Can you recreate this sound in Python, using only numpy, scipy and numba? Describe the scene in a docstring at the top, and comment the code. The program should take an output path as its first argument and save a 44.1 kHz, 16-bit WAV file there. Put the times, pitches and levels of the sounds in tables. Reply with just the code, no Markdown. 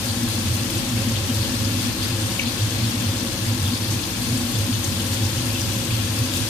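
"""Sauce boiling hard in a pan

Thousands of foam bubbles burst each second over a hiss of steam, close to a phone in a small kitchen.
Larger bubbles plip, droplets spit, rafts spatter; near the end more sauce is poured in and fries.
Underneath, a gas burner rushes and a low resonant hum throbs, most likely the cooker hood drawing air."""
import sys
import numpy as np
from scipy import signal
from scipy.fft import rfft, irfft, next_fast_len
from scipy.io import wavfile
from scipy.ndimage import uniform_filter1d, map_coordinates
from numba import njit

SR = 44100
rng = np.random.default_rng(int(sys.argv[2]) if len(sys.argv) > 2 else 0)


def master_out(mix):
    """Clip the mix to full scale and print it as 16-bit PCM to the path in sys.argv[1]."""
    frames = np.transpose(np.atleast_2d(mix))
    ceiling = np.clip(frames, -1, 1)
    pcm = np.round(ceiling * 32767).astype(np.int16)
    wavfile.write(sys.argv[1], SR, pcm)


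N = 286209
TIME_S = np.arange(N) / SR
FREQ_HZ = np.fft.rfftfreq(2 * next_fast_len(N // 2 + 4096, True), 1 / SR) + 1e-3


def foam(count, low_hz, high_hz, cycles, spread_db, surge_db):
    """Small bubbles ring as they burst all over the pan; two microphone ports, rms 1."""
    when, pitch = rng.random((count, 2)).T
    size, life = rng.standard_normal((count, 2)).T
    start_s = when * TIME_S[-1]
    pitch_hz = low_hz * (high_hz / low_hz) ** pitch
    # the whole foam surges; rafts of like-sized bubbles collapse together
    surge = np.interp(start_s, TIME_S, walk(rate_hz=10))
    rafts = map_coordinates(rng.standard_normal((151, 12)), [150 * when, 11 * pitch], order=1)
    size = undb(spread_db * np.minimum(size, 2.3) + surge_db * (surge + 2.7 * rafts)) * np.sqrt(pitch_hz)
    ports = np.zeros((2, N))
    for port in ports:
        for delay_s, gain in ((.0003, 1), (.003, .65)):  # direct, then off the pan wall
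            arrival_s = start_s + rng.exponential(delay_s, count)
            port += ring(arrival_s, pitch_hz, cycles * np.exp(life / 2), gain * size)
    return unit(ports)


# time_s, bubbling_db, fizz_db
BOIL_DRIFT = [(0, -1, -.5), (.95, 0.1, -1.6), (1.45, -0.2, -1.1), (2.0, -0.3, -1.9), (2.5, -0.2, -1),
              (2.8, 0, -2), (3.5, -1.1, -1.5), (3.8, -0.8, -1.2), (4.4, -1, -0.5), (5.1, -0.3, -1),
              (5.6, -0.8, -0.2), (6.0, -.5, -0.5), (6.49, -0.3, -0.5)]
# time_s, bubbling_db, fizz_db
FOAM_FLARES = [(.06, .3, 2), (.33, 0, 1), (.55, -1.5, 4), (.76, 0.5, 2.5), (1.35, 0, 3), (1.76, .6, 0.5),
               (1.83, 1.5, 3), (2.04, 0.7, 2), (3.93, 0.5, 2.5), (5.14, 1, 3.5), (6.3, 1, -1.5),
               (6.37, -0.5, 4.5)]


def sizzle(flare_half_s=.024, split_hz=5400):
    """Foam and steam seethe unevenly and flare as patches of foam collapse."""
    flares_db = sum(np.outer(lift_db, bell(time_s, flare_half_s)) for time_s, *lift_db in FOAM_FLARES)
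    bubbling_db, fizz_db = curve(BOIL_DRIFT) + flares_db
    bubbles = foam(count=18000, low_hz=1500, high_hz=9000, cycles=15, spread_db=3.9, surge_db=.4)
    fizz = foam(count=16000, low_hz=5500, high_hz=16500, cycles=11, spread_db=4.6, surge_db=.7)
    bursts = kitchen(bubbles * undb(-26) + fizz * undb(-25), tail_db=-8)
    steam = undb(-18.5) * rng.standard_normal((2, N))
    seething = (bursts + steam) * undb(.35 * walk(rate_hz=16))
    coarse = shape(seething, 1 / (1 + (FREQ_HZ / split_hz) ** 6))
    return coarse * undb(bubbling_db) + (seething - coarse) * undb(fizz_db)


# time_s, centre_hz, spread_s, level_db; mostly rafts collapsing, but the row at 4.589 s is a loud droplet spit
# played as a tight, high shower
SPATTER_SHOWERS = [(.1, 4180, .012, -11), (.32, 3900, 0.029, -11), (.665, 6500, .012, -12),
                   (.746, 3380, 0.013, -14), (0.791, 9000, 0.0056, -12), (1.165, 3370, 0.009, -11),
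                   (1.425, 4470, .035, -9), (1.652, 5270, 0.0056, -11), (1.82, 3680, .025, -13),
                   (1.83, 6500, 0.0097, -19), (2.03, 4170, 0.023, -7.5), (2.125, 4360, .02, -13),
                   (2.21, 8200, .008, -11), (2.42, 2380, .014, -12), (2.46, 4040, 0.018, -8.5),
                   (2.6, 4020, .015, -11.5), (2.838, 4600, .03, -12), (3.2, 5700, 0.0092, -10),
                   (3.665, 3320, .012, -11.5), (3.755, 4470, .018, -9.5), (3.85, 4600, .015, -13),
                   (3.93, 6840, 0.014, -12.5), (4.037, 4060, .01, -12), (4.376, 8300, .003, -10.5),
                   (4.562, 3760, 0.009, -13), (4.589, 13500, .0025, -9.5), (4.736, 6260, 0.004, -16),
                   (4.743, 3560, .01, -10.5), (4.845, 7000, 0.0028, -10), (4.872, 7850, .005, -14),
                   (5.008, 3270, .01, -12.5), (5.14, 7000, .012, -12.5), (5.255, 6540, 0.017, -9),
                   (5.381, 3180, .012, -13), (5.385, 6250, .01, -14), (5.614, 6140, 0.0096, -11),
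                   (5.96, 3000, 0.045, -8), (6.35, 3720, 0.03, -9)]


def spatters(count=40, spread_octaves=.19, cycles=8.):
    """Each raft bursts as a shower of small bubbles, scattered in time and pitch; the spit at 4.589 s is played
    the same way."""
    time_s, centre_hz, spread_s, level_db = np.transpose(SPATTER_SHOWERS)[:, :, None]
    when, pitch, *paths = rng.standard_normal((len(SPATTER_SHOWERS), 4, count)).transpose(1, 0, 2)
    start_s = time_s + spread_s * when
    pitch_hz = (centre_hz * 2 ** (spread_octaves * pitch)).ravel()
    size = np.repeat(undb(level_db), count) * np.sqrt(SR / 1000 / count)  # level: energy over 1 ms
    decay_cycles = np.full(len(pitch_hz), cycles)
    ports = [ring((start_s + .0003 * path).ravel(), pitch_hz, decay_cycles, size) for path in paths]
    return kitchen(np.array(ports), tail_db=-8)


def stray_pops(count=30, low_hz=4000, high_hz=9500, level_db=-24, scatter_db=3.5):
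    """Lesser bubbles burst at random; rows of start_s, pitch_hz, level_db."""
    return [(when * TIME_S[-1], low_hz * (high_hz / low_hz) ** pitch,
             level_db + scatter_db * (2 * size - 1)) for when, pitch, size in rng.random((count, 3))]


# start_s, pitch_hz, level_db
LARGE_BUBBLES = [(2.391, 2850, -10.5), (2.392, 2600, -11), (2.393, 2300, -4.5), (2.997, 7040, -12),
                 (4.738, 6160, -14), (4.843, 6300, -11.5), (4.844, 7530, -11), (5.611, 5960, -16)]
# start_s, level_db
DROPLET_SPITS = [(0.287, -10), (.707, -9), (1.348, -11), (3.63, -11), (4.931, -15), (6.19, -9),
                 (6.360, -17)]


def pops_and_spits(pop_swell_s=.0038, spit_swell_s=.00009, spit_hz=13000):
    """Large bubbles swell into a brief, falling ring; droplets tick on the hot wall."""
    bursts = [(start_s, hz, pop_swell_s, db) for start_s, hz, db in LARGE_BUBBLES + stray_pops()]
    bursts += [(start_s, spit_hz, spit_swell_s, db) for start_s, db in DROPLET_SPITS]
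    out = np.zeros(N + SR)
    for start_s, pitch_hz, swell_s, level_db in bursts:
        age = TIME_S[:SR // 20] / swell_s
        glide_hz = pitch_hz * (1 + .08 * (np.exp(-age) - 1 / 3))
        plip = age * np.exp(-age ** 2 / 2) * sine(glide_hz)
        size = undb(level_db) * np.sqrt(SR / 1000)  # level: energy over 1 ms
        first = int(start_s * SR)
        out[first:first + len(plip)] += size * plip / np.linalg.norm(plip)
    ports = np.array([out[:N], np.roll(out, 5)[:N]])  # left port leads
    return kitchen(ports, tail_db=-7)


def pour(start_s=5.2, ramp_s=.22):
    """Sauce from a spoon fries in coarser bubbles, with a sparse bright crackle."""
    flow = np.clip((TIME_S - start_s) / ramp_s, 0, 1)
    frying = foam(count=4000, low_hz=2350, high_hz=3540, cycles=13, spread_db=-1, surge_db=3.5)
    crackle = foam(count=700, low_hz=5500, high_hz=8400, cycles=8, spread_db=6, surge_db=1.5)
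    return flow * (undb(-33) * frying + undb(-39) * crackle)


# freq_hz, gain_db
BOIL_SPECTRUM = [(450, -10.5), (900, -14), (1300, -9), (2100, -7.5), (2700, -5.5), (3400, -2.5), (4500, -5),
                 (5400, -6), (6800, -6.5), (7900, -11.5), (8600, -9), (10400, -11.5), (11700, -9),
                 (13800, -12), (15000, -16)]
# centre_hz, width_hz, gain_db
PAN_MODES = [(2630, 200, -7), (3280, 83, -22), (3490, 40, -10), (4310, 39, -0.5), (4690, 70, -5),
             (4940, 530, -12.5), (6620, 150, -15)]
# freq_hz, gain_db
RIGHT_PORT_RESPONSE = [(700, 2.5), (1750, -2), (2700, -7.5), (3900, -7.5), (4500, -6), (5300, -8),
                       (6700, -12), (7350, -7.5), (8000, 1), (9800, -0.5), (11700, -7), (13100, -8.5),
                       (14000, -15), (15000, -32)]


def pan(sauce):
    """The pan rings and colours the boil; the right port faces away and has its own resonance."""
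    modes = sum(undb(db) * resonance(hz, width_hz) for hz, width_hz, db in PAN_MODES)
    body = colour(BOIL_SPECTRUM) * (1 + modes)
    ports = np.array([np.ones(len(FREQ_HZ)), colour(RIGHT_PORT_RESPONSE)])
    return shape(sauce, body * ports)


def throb(centre_hz, width_hz, base_db, throbs, waver_db=.5):
    """A strong air resonance wanders in pitch, wavers and swells at the listed times."""
    tone = air(centre_hz, width_hz)
    envelope = np.sqrt(uniform_filter1d(tone ** 2, size=1800) + .018)
    level = undb(base_db) * unit(envelope * undb(waver_db * walk(rate_hz=11.5)))
    for time_s, half_s, peak_db in throbs:
        level += bell(time_s, half_s) * (undb(peak_db) - level)
    return shape(unit(tone / envelope) * level, band(centre_hz, 1.8 * width_hz))


def lull(hum, centre_hz, width_hz, lulls, depth_db=-7.5):
    """One band of the hum dips briefly at the listed times."""
    gain = undb(depth_db * sum(bell(time_s, half_s) for time_s, half_s in lulls))
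    return hum + (gain - 1) * shape(hum, band(centre_hz, width_hz))


# time_s, half_s, peak_db
DRONE_PEAKS = [(.28, 0.013, -27), (0.398, 0.013, -25), (0.51, 0.038, -19.5), (0.756, 0.022, -21),
               (.97, 0.064, -23), (1.147, .04, -23), (1.4, .04, -21.5), (1.764, 0.05, -23.5),
               (2.124, 0.018, -22.5), (2.232, 0.033, -22.5), (2.632, 0.024, -16.5), (2.77, .02, -21),
               (2.85, 0.023, -20), (3.093, 0.016, -17), (3.502, 0.039, -21), (3.65, 0.039, -17.5),
               (3.866, 0.017, -22.5), (3.975, 0.011, -19), (4.326, 0.012, -14), (4.6, 0.02, -17),
               (4.745, 0.017, -19.5), (5.105, 0.03, -24), (5.244, 0.029, -18), (5.425, 0.089, -25),
               (5.715, .09, -26), (5.945, 0.051, -21.5), (6.097, 0.034, -25), (6.215, 0.015, -17)]
OVERTONE_PEAKS = [(0.176, 0.0071, -23), (0.23, 0.027, -21), (.385, .014, -26), (0.93, 0.08, -27),
                  (1.097, 0.028, -18), (1.306, 0.016, -20.5), (1.52, .025, -25.5), (1.674, 0.055, -28),
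                  (2.465, 0.023, -25), (3.24, 0.027, -27), (3.535, 0.013, -26), (3.73, 0.012, -22),
                  (4.365, 0.086, -25.5), (4.698, 0.0052, -17), (6.13, 0.022, -29.5)]
# time_s, half_s
DRONE_DIPS = [(0.157, 0.03), (0.425, 0.016), (0.68, 0.058), (0.856, 0.046), (2.315, 0.035), (2.55, 0.04),
              (2.954, 0.021), (3.24, 0.061), (3.786, 0.031), (4.064, 0.11), (4.48, 0.04), (5.854, 0.021)]
OVERTONE_DIPS = [(.3, 0.017), (1.18, 0.087), (1.39, .02), (2.37, 0.028), (2.62, 0.067), (3.43, 0.035),
                 (4.08, 0.049), (4.62, 0.01), (4.955, .018), (5.32, 0.046)]
# centre_hz, width_hz, level_db
DUCT_MODES = [(64, 22, -42.5), (86.6, 10, -39), (138.8, 13, -41), (161.6, 19, -44), (201.4, 32.4, -37.5),
              (294, 26.6, -40.5), (330.6, 29.6, -39.5), (371, 26, -50), (472, 84, -46.5), (497, 38, -54),
              (628, 41, -53.5), (690, 46, -57), (778, 58, -51.5), (890, 145, -49), (1070, 134, -48),
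              (1348, 160, -52), (1682, 140, -52.5)]
# time_s, level_db
HOLLOW_SWELL = [(0, -45.5), (.55, -46.5), (.75, -42.5), (1.5, -41), (1.9, -49.5), (2.25, -41.5),
                (2.75, -51), (3.3, -42.5), (4.05, -48), (4.45, -45.5), (5.7, -43), (6.49, -45)]


def hood_air(drone_hz=106.2, overtone_hz=243.1, hollow_hz=544.4, lean_db=3.5, balanced_hz=140):
    """Moving air resonates: two strong throbbing bands, many weak ones and a slowly swelling hollow."""
    strong = [(drone_hz, 21.6, -28.5, DRONE_PEAKS), (overtone_hz, 28.8, -33, OVERTONE_PEAKS)]
    bands = [(hz, width_hz, throb(hz, width_hz, db, peaks)) for hz, width_hz, db, peaks in strong]
    bands += [(hz, width_hz, undb(db) * air(hz, width_hz)) for hz, width_hz, db in DUCT_MODES]
    hollow = undb(curve(HOLLOW_SWELL)[0]) * air(hollow_hz, width_hz=38)
    bands.append((hollow_hz, 38, hollow))
    # long waves reach both ports alike; shorter ones differ and lean left
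    port_sign = np.array([[1], [-1]])
    hum = np.zeros((2, N))
    for hz, width_hz, mid in bands:
        side = air(hz, width_hz) * mid.std() * (.12 + hz / 5000)
        balance = undb(port_sign * lean_db * np.log(hz / balanced_hz) / 2)
        hum += (mid + port_sign * side) * balance
    hum = lull(hum, drone_hz, width_hz=43, lulls=DRONE_DIPS)
    return lull(hum, overtone_hz, width_hz=57, lulls=OVERTONE_DIPS)


# pitch_hz, level_db
MOTOR_TONES = [(49.3, -46), (100, -46), (192, -45), (454, -59)]


def hood_motor(drift=.0031):
    """The motor hums in near-steady tones."""
    return sum(undb(db) * unit(sine(hz * (1 + drift * walk(rate_hz=1.77)))) for hz, db in MOTOR_TONES)


def burner(level_db=-45):
    """The gas flame rushes softly and evenly."""
    rush = resonance(centre_hz=180, width_hz=720) * resonance(centre_hz=400, width_hz=3400)
    mid, left, right = (unit(shape(rng.standard_normal(N), rush)) for _ in range(3))
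    return undb(level_db) * (mid + .3 * np.array([left, right]))


def kitchen(ports, tail_db, t60_s=.35):
    """Direct sound plus the room's short tail."""
    decay = np.exp(-np.log(1000) * TIME_S[:SR // 3] / t60_s)
    tail = undb(tail_db) * rng.standard_normal((2, len(decay))) * decay / np.linalg.norm(decay)
    return ports + signal.fftconvolve(ports, tail, axes=1)[:, :N]


@njit
def ring(start_s, pitch_hz, cycles, size):
    """One damped sine per burst, of energy size squared."""
    out = np.zeros(N)
    for k in range(len(start_s)):
        decay_samples = cycles[k] * SR / pitch_hz[k]
        pole = np.exp(2j * np.pi * pitch_hz[k] / SR - 1 / decay_samples)
        phasor = 2 * size[k] / np.sqrt(decay_samples) + 0j
        first = max(int(start_s[k] * SR), 0)
        for i in range(first, min(first + int(6 * decay_samples), N)):
            out[i] += phasor.imag
            phasor *= pole
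    return out


def air(centre_hz, width_hz):
    """Turbulence in one resonant band; rms 1."""
    return unit(shape(rng.standard_normal(N), band(centre_hz, width_hz)))


def walk(rate_hz):
    """Smooth random drift; rms 1."""
    return unit(shape(rng.standard_normal(N), np.exp(-(FREQ_HZ / rate_hz) ** 2)))


def sine(pitch_hz):
    """Sine following a per-sample pitch."""
    return np.sin(2 * np.pi * np.cumsum(pitch_hz) / SR)


def bell(time_s, half_s):
    """Gaussian bump, 1 at time_s."""
    return np.exp(-np.minimum(((TIME_S - time_s) / half_s) ** 2, 20))


def curve(rows):
    """Value columns of a timed table at every sample."""
    time_s, *columns = np.transpose(rows)
    return [np.interp(TIME_S, time_s, column) for column in columns]


def shape(x, response):
    """Filter by a frequency response."""
    return irfft(rfft(x, 2 * (len(FREQ_HZ) - 1)) * response)[..., :N]


def colour(points):
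    """Response through freq_hz, gain_db points."""
    freq_hz, gain_db = np.transpose(points)
    return undb(np.interp(np.log(FREQ_HZ), np.log(freq_hz), gain_db))


def resonance(centre_hz, width_hz):
    """Response of one resonance, gain 1 at its centre."""
    return 1 / (1 + 1j * (FREQ_HZ / centre_hz - centre_hz / FREQ_HZ) * centre_hz / width_hz)


def band(centre_hz, width_hz):
    """Response of a band with steep skirts."""
    return 1 / (1 + ((FREQ_HZ - centre_hz) / (.7 * width_hz)) ** 4)


def undb(db):
    """Decibels to gain."""
    return 10 ** (np.asarray(db) / 20)


def unit(x):
    """Scale to rms 1."""
    return x / np.sqrt(np.mean(x ** 2))


def scene():
    """The boiling pan over hood and burner."""
    sauce = sizzle() + pour() + spatters() + pops_and_spits()
    return pan(sauce) + hood_air() + hood_motor() + burner()


def record(dry, low_hz=8, top_hz=15150):
    """Remove any constant offset and cut the highest treble."""
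    dry = signal.sosfilt(signal.butter(1, low_hz, "high", fs=SR, output="sos"), dry)
    return signal.sosfilt(signal.ellip(10, .2, 80, top_hz, fs=SR, output="sos"), dry)


dry = scene()
out = record(dry)
master_out(out)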